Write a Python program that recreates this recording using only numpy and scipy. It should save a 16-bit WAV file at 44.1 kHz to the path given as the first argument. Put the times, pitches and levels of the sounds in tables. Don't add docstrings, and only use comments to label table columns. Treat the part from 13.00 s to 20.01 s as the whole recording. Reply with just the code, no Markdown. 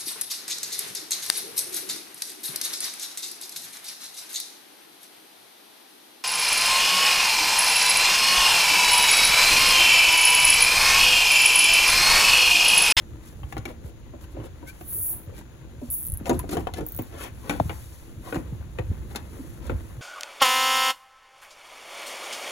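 import sys
import numpy as np
from scipy import signal
from scipy.fft import rfft, irfft
from scipy.io import wavfile
from scipy.ndimage import uniform_filter1d

SR = 44100
rng = np.random.default_rng(int(sys.argv[2]) if len(sys.argv) > 2 else 0)


def to_wav(sig):
    pcm = np.clip(np.atleast_2d(sig), -1, 1) * 32767
    pcm = np.round(pcm).astype(np.int16)
    wavfile.write(sys.argv[1], SR, pcm.T)


N = 309141
TIME = np.arange(N) / SR
AGE = TIME[:SR // 2]
FREQS = np.fft.rfftfreq(N, 1 / SR) + 1e-3

# time in seconds, level in dB.
EFFORT = [(0.0, -53), (0.76, -55.5), (0.94, -58), (1.4, -54), (2.75, -55), (2.96, -62), (3.2, -52.5),
          (3.35, -39), (3.46, -49), (3.57, -37.5), (3.72, -55), (3.84, -50.5), (4.27, -53.5), (4.62, -44),
          (4.76, -58.5), (5.24, -53.5), (5.42, -46.5), (5.69, -53.5), (6.08, -45.5), (7.0, -50)]
REST_DB = -55
# frequency in Hz, relative level in dB.
RUSTLE_COLOUR = [(300, -4.5), (700, -2.5), (1100, -6), (1500, -6.5), (2500, -14.5), (3800, -22.5),
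                 (5500, -47), (9000, -27.5)]
MURMUR_COLOUR = [(100, -10.5), (170, 2.5), (240, 5), (280, -0.5), (325, 7), (400, -4.5), (550, -5),
                 (900, -55.5)]
SLEEVE_COLOUR = [(1500, 3), (4500, -0.5), (7000, 3), (11000, 6.5), (13000, 4.5), (15500, -2)]
RUMBLE_COLOUR = [(20, -45.5), (32, -17), (45, 6), (62, 12), (85, 8.5), (125, 4.5), (170, -3.5), (300, -48)]
AIR_COLOUR = [(40, 10), (120, -6.5), (330, -14.5), (600, -7), (1200, -35), (2500, -16.5), (4000, -19),
              (5500, -25.5), (7000, -14), (9000, -85), (16000, -41)]
SCRAPE_COLOUR = [(120, -7), (300, 6), (700, 2), (1050, -5.5), (1500, -8), (2300, -12.5), (3800, -16.5),
                 (5500, -23), (9000, -36)]
SLIP_COLOUR = [(3000, -77), (5500, -31), (7500, -18.5), (9300, -3), (11000, 3.5), (12300, 2.5), (13500, 8),
               (15500, 0), (17000, 7.5)]
CRACK_COLOUR = [(300, -26), (800, 13), (1500, 3.5), (2400, 1), (4200, -17.5), (6000, -27), (12000, -17)]
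SNAP_COLOUR = [(800, -6), (2500, 6.5), (4200, 4.5), (7000, 5), (11000, 7), (16000, -5)]
# centre in seconds, spread (sigma) in seconds, level in dB.
STROKES = [(0.45, 0.13, -62.5), (1.228, 0.019, -56.5), (1.324, 0.013, -59), (1.88, 0.15, -55.5),
           (2.877, 0.053, -52.5), (3.07, 0.05, -55.5), (3.993, 0.11, -53), (4.503, 0.14, -56),
           (4.837, 0.18, -50), (5.326, 0.061, -48.5), (6.42, 0.11, -54), (6.87, 0.091, -56)]
# centre in seconds, spread (sigma) in seconds, grind in dB
# and hiss in dB (both before trim), resonance of the edge in Hz, its level in dB.
SCRAPES = [(0.28, 0.036, -70, -50.5, 890, -82), (0.513, 0.021, -69, -53, 1000, -73),
           (0.693, 0.019, -43.5, -49.5, 1390, -72), (0.87, 0.031, -58, -55.5, 380, -48),
           (1.38, 0.024, -48.5, -78, 345, -40.5), (1.453, 0.016, -44, -51.5, 353, -44),
           (1.95, 0.027, -62, -72, 408, -53), (2.12, 0.042, -53.5, -63, 725, -60),
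           (2.286, 0.014, -60, -62, 414, -50.5), (2.338, 0.011, -52, -66, 436, -52),
           (2.382, 0.018, -53, -47, 1800, -61), (3.279, 0.014, -44, -43, 596, -33),
           (3.53, 0.017, -42, -34, 3500, -52), (3.6, 0.0075, -48, -44, 600, -41),
           (3.776, 0.015, -40.5, -43, 2380, -55), (4.145, 0.022, -44.5, -53.5, 1610, -55.5),
           (4.214, 0.021, -66, -47.5, 1450, -45), (4.236, 0.035, -39, -44, 2040, -46.5),
           (4.454, 0.016, -47, -65, 950, -51), (4.524, 0.032, -35, -47, 1390, -54),
           (5.28, 0.024, -41, -57, 1090, -50.5), (6.115, 0.012, -46.5, -54.5, 1400, -72),
           (6.177, 0.015, -43, -63, 1430, -50), (6.661, 0.024, -43.5, -52, 1420, -63)]
# start in seconds, body level in dB, panel pitch in Hz, crack
# level in dB, snap level in dB, base ring time in seconds, pitch of the struck spot in Hz, its level in dB
KNOCKS = [(0.433, -56, 300, -40, -66, 0.062, 960, -46), (0.525, -56, 420, -33.5, -44, 0.028, 900, -51),
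          (0.568, -33, 362, -35, -58, 0.034, 800, -27.5), (0.5799, -36, 398, -39, -40, 0.025, 1000, -43),
          (0.6544, -36, 330, -38.5, -38.5, 0.1, 2280, -32.5),
          (0.6596, -37, 382, -47, -54, 0.038, 1130, -53), (0.677, -41, 333, -62, -60, 0.11, 1280, -40),
          (0.703, -39.5, 490, -52, -56, 0.087, 925, -57), (1.137, -37.5, 332, -74, -78, 0.19, 644, -45),
          (1.211, -51, 314, -55, -57, 0.15, 3400, -62), (1.241, -69, 300, -50.5, -55, 0.073, 2950, -52),
          (1.369, -34.5, 312, -66, -72, 0.18, 610, -39), (1.4, -39.5, 292, -46, -74, 0.28, 1110, -57),
          (1.627, -39, 298, -70, -72, 0.25, 957, -43.5), (1.811, -42, 334, -46, -54, 0.09, 740, -37),
          (2.412, -56, 332, -53, -53.5, 0.12, 1005, -44.5), (2.817, -42, 329, -68, -65, 0.39, 590, -48),
          (3.2574, -50, 330, -47, -40, 0.03, 2650, -37), (3.268, -41, 500, -50, -40, 0.056, 2430, -39),
          (3.2949, -17, 336, -30, -27.5, 0.11, 700, -20.5),
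          (3.3085, -19.5, 295, -36.5, -42, 0.17, 606, -23), (3.33, -28, 334, -42, -45, 0.12, 700, -36),
          (3.3437, -43, 395, -50, -46, .1, 604, -40), (3.394, -57, 320, -42.5, -41, 0.14, 1015, -34),
          (3.4401, -32, 333, -59, -66, 0.057, 630, -43), (3.492, -32.5, 294, -56, -37.5, 0.11, 640, -44),
          (3.516, -34, 313, -44, -56, .06, 700, -47), (3.5219, -40, 420, -46, -49, .04, 4200, -57),
          (3.5288, -26.5, 347, -49, -57, 0.084, 720, -31), (3.54, -29, 284, -55, -52, 0.15, 654, -41),
          (3.554, -29, 400, -46, -57, 0.078, 1430, -40), (3.5695, -26, 435, -31, -39, 0.097, 690, -20.5),
          (3.581, -28.5, 294, -41, -60, 0.11, 810, -29), (3.606, -35.5, 355, -44, -63, 0.068, 760, -43),
          (3.671, -38, 460, -35.5, -46, 0.039, 720, -19.5), (3.688, -41, 420, -53, -62, 0.051, 885, -32.5),
          (3.7382, -38.5, 684, -48, -37, 0.027, 4160, -39), (3.782, -29, 322, -44, -53, 0.2, 682, -33),
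          (3.794, -37, 340, -49, -62, 0.097, 890, -46), (3.808, -31.5, 370, -43, -46.5, 0.055, 810, -31.5),
          (3.989, -29.5, 307, -37, -46, 0.19, 630, -37), (4.496, -23, 260, -23.5, -31, 0.075, 2310, -25.5),
          (4.5092, -36, 300, -31, -38, .06, 1450, -29), (4.526, -34.5, 347, -44, -46, .06, 810, -44),
          (4.599, -52, 400, -47, -59, 0.012, 3730, -41), (4.695, -33.5, 317, -28.5, -60, 0.12, 2210, -33.5),
          (5.3255, -27.5, 458, -34.5, -58, 0.11, 1450, -31), (5.3451, -32, 297, -38, -42.5, .05, 1730, -34),
          (5.356, -26.5, 331, -32, -44, 0.17, 820, -46), (5.392, -35.5, 294, -56, -62, 0.092, 600, -54),
          (5.787, -29.5, 492, -32, -47, 0.13, 1880, -35.5), (6.1502, -37, 458, -42, -48, 0.078, 1370, -37),
          (6.1591, -36.5, 350, -34.5, -29, 0.055, 1990, -44),
          (6.6965, -24.5, 454, -39, -56, 0.08, 1410, -28), (6.704, -32, 344, -49, -51, 0.093, 1960, -47),
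          (6.717, -32, 235, -44, -64, 0.12, 1256, -43)]
# frequency in Hz, level in dB, t60 in seconds.
SHELL = [(183.6, 1, 0.48), (251.7, 8.5, 0.22), (300.3, 5, 0.38), (339, 4, 0.26), (431, 5, 0.12),
         (502, -1, 0.25), (582, -2.5, 0.063), (735, 2.5, 0.13), (838, 10, 0.02), (990, -6, 0.12),
         (995, 6, 0.0083), (1510, -4, 0.097), (2670, 15.5, 0.017), (2950, 15, 0.013)]
# frequency in Hz, level in dB, t60 in seconds.
CLIP = [(1466, 5, 0.025), (1974, -4.5, 0.064), (2600, -3, 0.02), (3600, -3, .032), (4180, -2, 0.018),
        (6050, -2.5, 0.027), (7000, 0.5, 0.06)]
BITE_DB, BITE_S = 3, 0.00088
PUSH_S, SETTLE_S = 0.065, 0.098
PANEL_OVERTONE, TAB_OVERTONE = 1.716, 1.573
# start in seconds, level in dB before trim, first pitch in Hz,
# settled pitch in Hz, t60 in seconds.
THUMPS = [(0.439, -24, 111, 62, 0.12), (0.585, -24.5, 170, 105, 0.11), (0.844, -25.5, 270, 69.5, 0.098),
          (1.386, -28, 170, 112, 0.14), (1.952, -32, 149, 92.5, 0.11), (2.105, -35, 160, 100, 0.092),
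          (2.274, -30, 169, 90, 0.16), (2.304, -40, 190, 99, 0.055), (2.817, -29, 621, 240, 0.17),
          (2.888, -22.5, 100, 64.4, 0.075), (3.128, -15.5, 89.5, 68.6, 0.064), (3.21, -20, 470, 149, 0.043),
          (3.33, -20, 200, 120, 0.05), (3.351, -19, 367, 250, 0.063), (3.373, -17, 150, 95, 0.062),
          (3.439, -37, 444, 233, 0.03), (3.515, -27, 220, 128, 0.052), (3.574, -19.5, 161, 80, 0.086),
          (3.825, -20.5, 153, 117, 0.048), (3.994, -20.5, 246, 99, 0.071), (4.497, -23.5, 280, 171, 0.064),
          (4.601, -15, 668, 83, 0.1), (4.656, -16, 230, 77, 0.068), (5.173, -31, 202, 106, 0.076),
          (5.367, -16.5, 205, 124, 0.042), (5.524, -21, 275, 102, 0.13), (5.602, -24, 109, 66.5, 0.086),
          (5.795, -16.5, 212, 90, 0.08), (5.899, -19.5, 204, 86, 0.12), (5.915, -13.5, 330, 108, 0.027),
          (6.0, -22.5, 101, 62, 0.14), (6.39, -29.5, 393, 256, 0.14), (6.725, -14, 137.4, 61.5, 0.05),
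          (6.745, -16.5, 100, 68.4, 0.087), (6.916, -27, 119, 73.6, 0.066), (6.974, -29.5, 130, 107, 0.18)]
# mid frequency in Hz, relative level in dB, rise in Hz per second.
SQUEAL = [(1540, 5, 3), (2270, 2, 9000)]
# time in seconds, slips per second,
# level in dB before trim.
SLIDES = [
    [(1.8, 970, -52), (1.86, 1400, -45), (1.9, 1850, -31.5), (1.96, 1500, -26.5), (2.03, 1400, -25),
     (2.08, 1640, -24), (2.13, 1440, -28), (2.17, 2300, -37.5), (2.2, 1560, -47), (2.27, 820, -57)],
    [(2.907, 240, -27), (2.922, 690, -25), (2.94, 860, -22.5), (2.962, 610, -28), (2.99, 180, -29.5),
     (3.015, 118, -33.5), (3.04, 117, -32.5), (3.066, 150, -27), (3.078, 104, -30)],
]
# start in seconds, peak level in dB before trim, ring of the touched spot in Hz.
SLIPS = [(2.9028, -23, 11100), (3.085, -25, 10400), (3.1, -24, 10400), (3.1207, -22, 10500),
         (3.139, -24.5, 10800), (3.173, -24.5, 11500), (3.392, -23.5, 10900), (3.865, -25, 14900),
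         (3.887, -26, 14800), (3.921, -27.5, 14800), (3.9476, -29, 14600), (3.9639, -27, 14500),
         (3.9758, -24.5, 14800), (3.989, -28, 14800), (4.022, -31, 14800)]
# start in seconds, level in dB, first pitch in Hz, settled pitch in Hz, t60 in seconds.
POP = (4.6001, -4.5, 840, 560, .022)
# frequency in Hz, left minus right in dB, left lead in radians.
STEREO_LEAN = [(20, 0, 0), (300, 0, .25), (540, 0, .95), (740, 6, 1.9), (860, 9, 1.3), (1000, 7, 0),
               (1250, 5, -1.3), (1700, 6, -.9), (2100, 10, -.7), (2400, 10, -3.9), (3100, 9, -3.7),
               (3700, 11, -6.2), (4500, 8, -6.2), (4850, 5, -9.3), (5300, 0, -9.6), (5800, 0, -12.1),
               (6600, 0, -12.7), (8500, 0, -15.7), (11000, 0, -18.85), (13400, 0, -22), (15500, 0, -25.1)]
TOP_HZ = 15750


def undb(db):
    return 10 ** (np.asarray(db) / 20)


def unit(x):
    return x / np.sqrt(np.mean(x ** 2) + 1e-20)


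def loudest(x):
    return x / np.sqrt(uniform_filter1d(x ** 2, SR // 100).max())


def add(out, s, x):
    i = max(int(s * SR), 0)
    out[i:i + len(x)] += x[:max(N - i, 0)]


def colour(x, points):
    hz, db = np.transpose(points)
    grid = np.fft.rfftfreq(8192, 1 / SR) + 1
    cepstrum = irfft(np.log(undb(np.interp(np.log(grid), np.log(hz), db))))
    half = len(cepstrum) // 2
    cepstrum[1:half] *= 2
    cepstrum[half + 1:] = 0
    response = irfft(np.exp(rfft(cepstrum)))
    return signal.fftconvolve(x, response / np.linalg.norm(response))[:len(x)]


def band(x, lo_hz, hi_hz):
    return signal.sosfilt(signal.butter(2, [lo_hz, min(hi_hz, SR / 2 - 500)], "band", fs=SR, output="sos"), x)


def fade(t60):
    return np.exp(-np.log(1000) * AGE / max(t60, .001))


def swell(s, half_s):
    return np.exp(-.5 * ((TIME - s) / half_s) ** 2)


def walk(rate):
    knots = rng.standard_normal(4096)
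    return np.interp(TIME * rate, np.arange(len(knots)), knots)


def friction(points, grain_db, flicker_db, flicker_rate):
    uneven_db = grain_db * walk(500) + flicker_db * walk(flicker_rate)
    return unit(colour(rng.standard_normal(N) * undb(uneven_db), points))


def spread(source, width_db):
    side = undb(width_db) * source()
    return (source() + np.array([side, -side])) / np.hypot(1, undb(width_db))


def worked(db, slope):
    return undb(db + slope * (np.interp(TIME, *np.transpose(EFFORT)) - REST_DB))


def shaken(blows):
    power = 0
    for s, db, *_ in blows:
        push_and_settle = np.exp(np.minimum((TIME - s) / PUSH_S, (s - TIME) / SETTLE_S))
        power = power + (undb(db) * push_and_settle) ** 2
    return np.sqrt(power)


def rubbing(rustle_db=-57, rustle_slope=0.45, murmur_db=-52, murmur_slope=0.63, stir_db=-22):
    rustle = spread(lambda: friction(RUSTLE_COLOUR, grain_db=3, flicker_db=2, flicker_rate=40), width_db=-8)
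    murmur = spread(lambda: friction(MURMUR_COLOUR, grain_db=1, flicker_db=2.5, flicker_rate=20), width_db=-9)
    stir = np.hypot(worked(murmur_db, murmur_slope), undb(stir_db) * shaken(KNOCKS))
    return rustle * worked(rustle_db, rustle_slope) + murmur * stir


def sleeve(rest_db=-66, slope=0.88):
    strokes = sum(undb(db) * swell(s, half_s) for s, half_s, db in STROKES)
    cloth = spread(lambda: friction(SLEEVE_COLOUR, grain_db=1.5, flicker_db=1, flicker_rate=25), width_db=-17)
    return cloth * np.hypot(worked(rest_db, slope), strokes)


def rumble(rumble_db=-43, rumble_slope=0.35, flop_db=-18):
    noise = spread(lambda: friction(RUMBLE_COLOUR, grain_db=2, flicker_db=2.5, flicker_rate=18), width_db=-6)
    return noise * np.hypot(worked(rumble_db, rumble_slope), undb(flop_db) * shaken(THUMPS))


def workshop_air(air_db=-54):
    return undb(air_db) * np.array([unit(colour(rng.standard_normal(N), AIR_COLOUR)) for _ in range(2)])


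def scrapes(grind_db=-2, hiss_db=-2, sing_width=1.26, catch_db=3):
    grind = friction(SCRAPE_COLOUR, grain_db=4, flicker_db=2, flicker_rate=110)
    hiss = friction(SLEEVE_COLOUR, grain_db=3, flicker_db=2, flicker_rate=130)
    catches = rng.standard_normal(N) * undb(catch_db * np.minimum(walk(700), 1.5))
    out = np.zeros(N)
    for s, half_s, db, top_db, hz, edge_db in SCRAPES:
        singing_edge = unit(band(catches, hz / sing_width, hz * sing_width))
        drag = undb(db + grind_db) * grind + undb(top_db + hiss_db) * hiss + undb(edge_db) * singing_edge
        out += swell(s, half_s) * drag
    return out


def struck(modes, scatter_db, detune):
    out = np.zeros(len(AGE))
    for hz, db, t60 in modes:
        size, side, bend = rng.standard_normal(3)
        tone = np.sin(2 * np.pi * hz * (1 + detune * bend) * AGE)
        out += undb(db + scatter_db * size) * np.sign(side) * fade(t60) * tone
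    return out


def two_modes(hz, t60, ratio, overtone_db, stretch, relax_s):
    phase = 2 * np.pi * np.cumsum(hz * (1 + stretch * np.exp(-AGE / relax_s))) / SR
    return np.sin(phase) * fade(t60) + undb(overtone_db) * np.sin(ratio * phase) * fade(0.62 * t60)


def contact_noise(strike_db=18):
    uneven_db = 3 * np.minimum(walk(600)[:len(AGE)], 2)
    force = undb(uneven_db + BITE_DB * np.exp(-AGE / BITE_S))
    noise = rng.standard_normal((4, len(AGE))) * force
    noise[1:3, 0] += undb(strike_db)
    return noise


def shell_body(modes, noise, panel_hz, ring, dense_db=-6, panel_db=6, build_s=0.00089):
    main = loudest(band(modes, 205, 676)) * fade(4 * ring)
    thicket = loudest(band(noise * fade(ring), 234, 663))
    panel = two_modes(panel_hz, 0.46 * ring, PANEL_OVERTONE, overtone_db=-6.5, stretch=0.13, relax_s=0.0057)
    body = main + undb(dense_db) * thicket + undb(panel_db) * loudest(panel)
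    return body * (1 - np.exp(-AGE / build_s))


def crack(modes, noise, chatter, ring):
    crunch = colour(noise * fade(0.58 * ring) + chatter, CRACK_COLOUR)
    return 0.61 * loudest(band(modes, 290, 7000)) * fade(ring) + loudest(crunch)


def snap(noise, chatter, snap_t60=0.041, clip_db=-4):
    hiss = colour(noise * fade(snap_t60) + 0.16 * chatter, SNAP_COLOUR)
    return loudest(hiss) + undb(clip_db) * loudest(struck(CLIP, scatter_db=2.5, detune=0.013))


def struck_spot(hz, ring):
    t60 = 0.38 * ring * np.sqrt(600 / hz)
    return two_modes(hz, t60, TAB_OVERTONE, overtone_db=-9.5, stretch=0.0067, relax_s=0.0037)


def knocks(crack_db=-2, snap_db=-1, spot_db=-4, chatter_db=-19, chatter_t60=0.43):
    out = np.zeros(N)
    for s, body_level, panel_hz, crack_level, snap_level, ring, spot_hz, spot_level in KNOCKS:
        noise = contact_noise()
        modes = struck(SHELL, scatter_db=4, detune=.04)
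        chatter = undb(chatter_db) * fade(chatter_t60) * noise[3]
        layers = [(body_level, shell_body(modes, noise[0], panel_hz, ring)),
                  (crack_level + crack_db, crack(modes, noise[1], chatter, ring)),
                  (snap_level + snap_db, snap(noise[2], chatter)),
                  (spot_level + spot_db, struck_spot(spot_hz, ring))]
        for db, layer in layers:
            add(out, s, undb(db) * loudest(layer))
    return out


def flex(db, first_hz, settled_hz, t60, glide_s, rise_s):
    hz = settled_hz + (first_hz - settled_hz) * np.exp(-AGE / glide_s)
    tone = np.sin(2 * np.pi * np.cumsum(hz) / SR)
    return undb(db) * tone * fade(t60) * (1 - np.exp(-AGE / rise_s))


def thumps(thump_db=3):
    out = np.zeros(N)
    for s, db, first_hz, settled_hz, t60 in THUMPS:
        add(out, s, flex(db + thump_db, first_hz, settled_hz, t60, glide_s=0.00483, rise_s=0.0054))
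    return out


def squeal(at_s=1.688, half_s=0.014, squeal_db=-44, hiss_db=-44):
    since = np.clip(TIME - at_s, -2 * half_s, half_s)
    tone = np.zeros(N)
    for mid_hz, db, rise in SQUEAL:
        hz = mid_hz + rise * since + 28 * walk(900)
        tone += undb(db) * np.sin(2 * np.pi * np.cumsum(hz) / SR)
    hiss = friction(SLEEVE_COLOUR, grain_db=3, flicker_db=1.5, flicker_rate=60)
    return (undb(squeal_db) * unit(tone) + undb(hiss_db) * hiss) * swell(at_s, half_s)


def reflections(x, db, t60, lo_hz, hi_hz):
    out, size = np.zeros((2, N)), SR // 2
    for i in range(0, N, size // 2):
        piece = x[i:i + size] * signal.windows.cosine(size)[:N - i]
        tails = band(rng.standard_normal((2, len(AGE))) * fade(t60) * (AGE > .002), lo_hz, hi_hz)
        for side, tail in zip(out, tails):
            add(side, i / SR, signal.fftconvolve(piece, tail / np.linalg.norm(tail)))
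    return undb(db) * out


def release(t60, grit_db=4):
    grit = rng.standard_normal(SR // 100) * fade(t60)[:SR // 100]
    burst = signal.unit_impulse(len(grit)) + undb(grit_db) * grit / np.linalg.norm(grit)
    return burst / np.linalg.norm(burst)


def slips(slide_db=2, slip_db=-4, jitter=0.12, release_t60=0.004, grip_db=1, ring_db=-4, ring_t60=0.086):
    out, grip = np.zeros(N), grip_db * walk(90)
    for s, db, hz in SLIPS:
        ping = band(release(release_t60), hz / 1.08, hz * 1.08)
        tick = 0.73 * release(release_t60) + .8 * ping / np.linalg.norm(ping)
        add(out, s, undb(db + slip_db) * np.sqrt(SR * release_t60) * tick)
    for rows in SLIDES:
        times, rates, levels = np.transpose(rows)
        s = times[0]
        while s < times[-1]:
            rate = max(np.interp(s, times, rates), 20)
            size, wait = rng.standard_normal(2)
            db = np.interp(s, times, levels) + slide_db + grip[int(s * SR)] + 1.2 * size
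            add(out, s, undb(db) * np.sqrt(SR / rate) * release(release_t60))
            s += np.exp(jitter * wait) / rate
    ring = rng.standard_normal(len(AGE)) * fade(ring_t60)
    rung = signal.fftconvolve(out, ring / np.linalg.norm(ring))[:N]
    ticks = colour(out + undb(ring_db) * rung, SLIP_COLOUR) / np.hypot(1, undb(ring_db))
    return ticks + reflections(ticks, db=-18, t60=.055, lo_hz=4000, hi_hz=17000)


def pop():
    out = np.zeros(N)
    add(out, POP[0], flex(*POP[1:], glide_s=.004, rise_s=.0004))
    return out


def scene():
    beds = rubbing() + sleeve() + rumble() + workshop_air()
    contacts = scrapes() + knocks() + thumps() + squeal()
    skin, tock = slips(), pop()
    engine_bay = reflections(contacts, db=-7, t60=.04, lo_hz=500, hi_hz=6000)
    walls = reflections(contacts + .2 * tock, db=-20, t60=0.31, lo_hz=77.5, hi_hz=3880)
    return beds + contacts + skin + tock + engine_bay + walls


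def record(dry, left_share=0.36):
    hz, lean_db, lead = np.transpose(STEREO_LEAN)
    lean_db, lead = np.interp(FREQS, hz, lean_db), np.interp(FREQS, hz, lead)
    left = rfft(dry[0]) * undb(left_share * lean_db) * np.exp(.5j * lead)
    right = rfft(dry[1]) * undb((left_share - 1) * lean_db) * np.exp(-.5j * lead)
    stereo = irfft(np.array([left, right]), N)
    return signal.sosfilt(signal.ellip(10, .2, 80, TOP_HZ, fs=SR, output="sos"), stereo)


dry = scene()
out = record(dry)
to_wav(out)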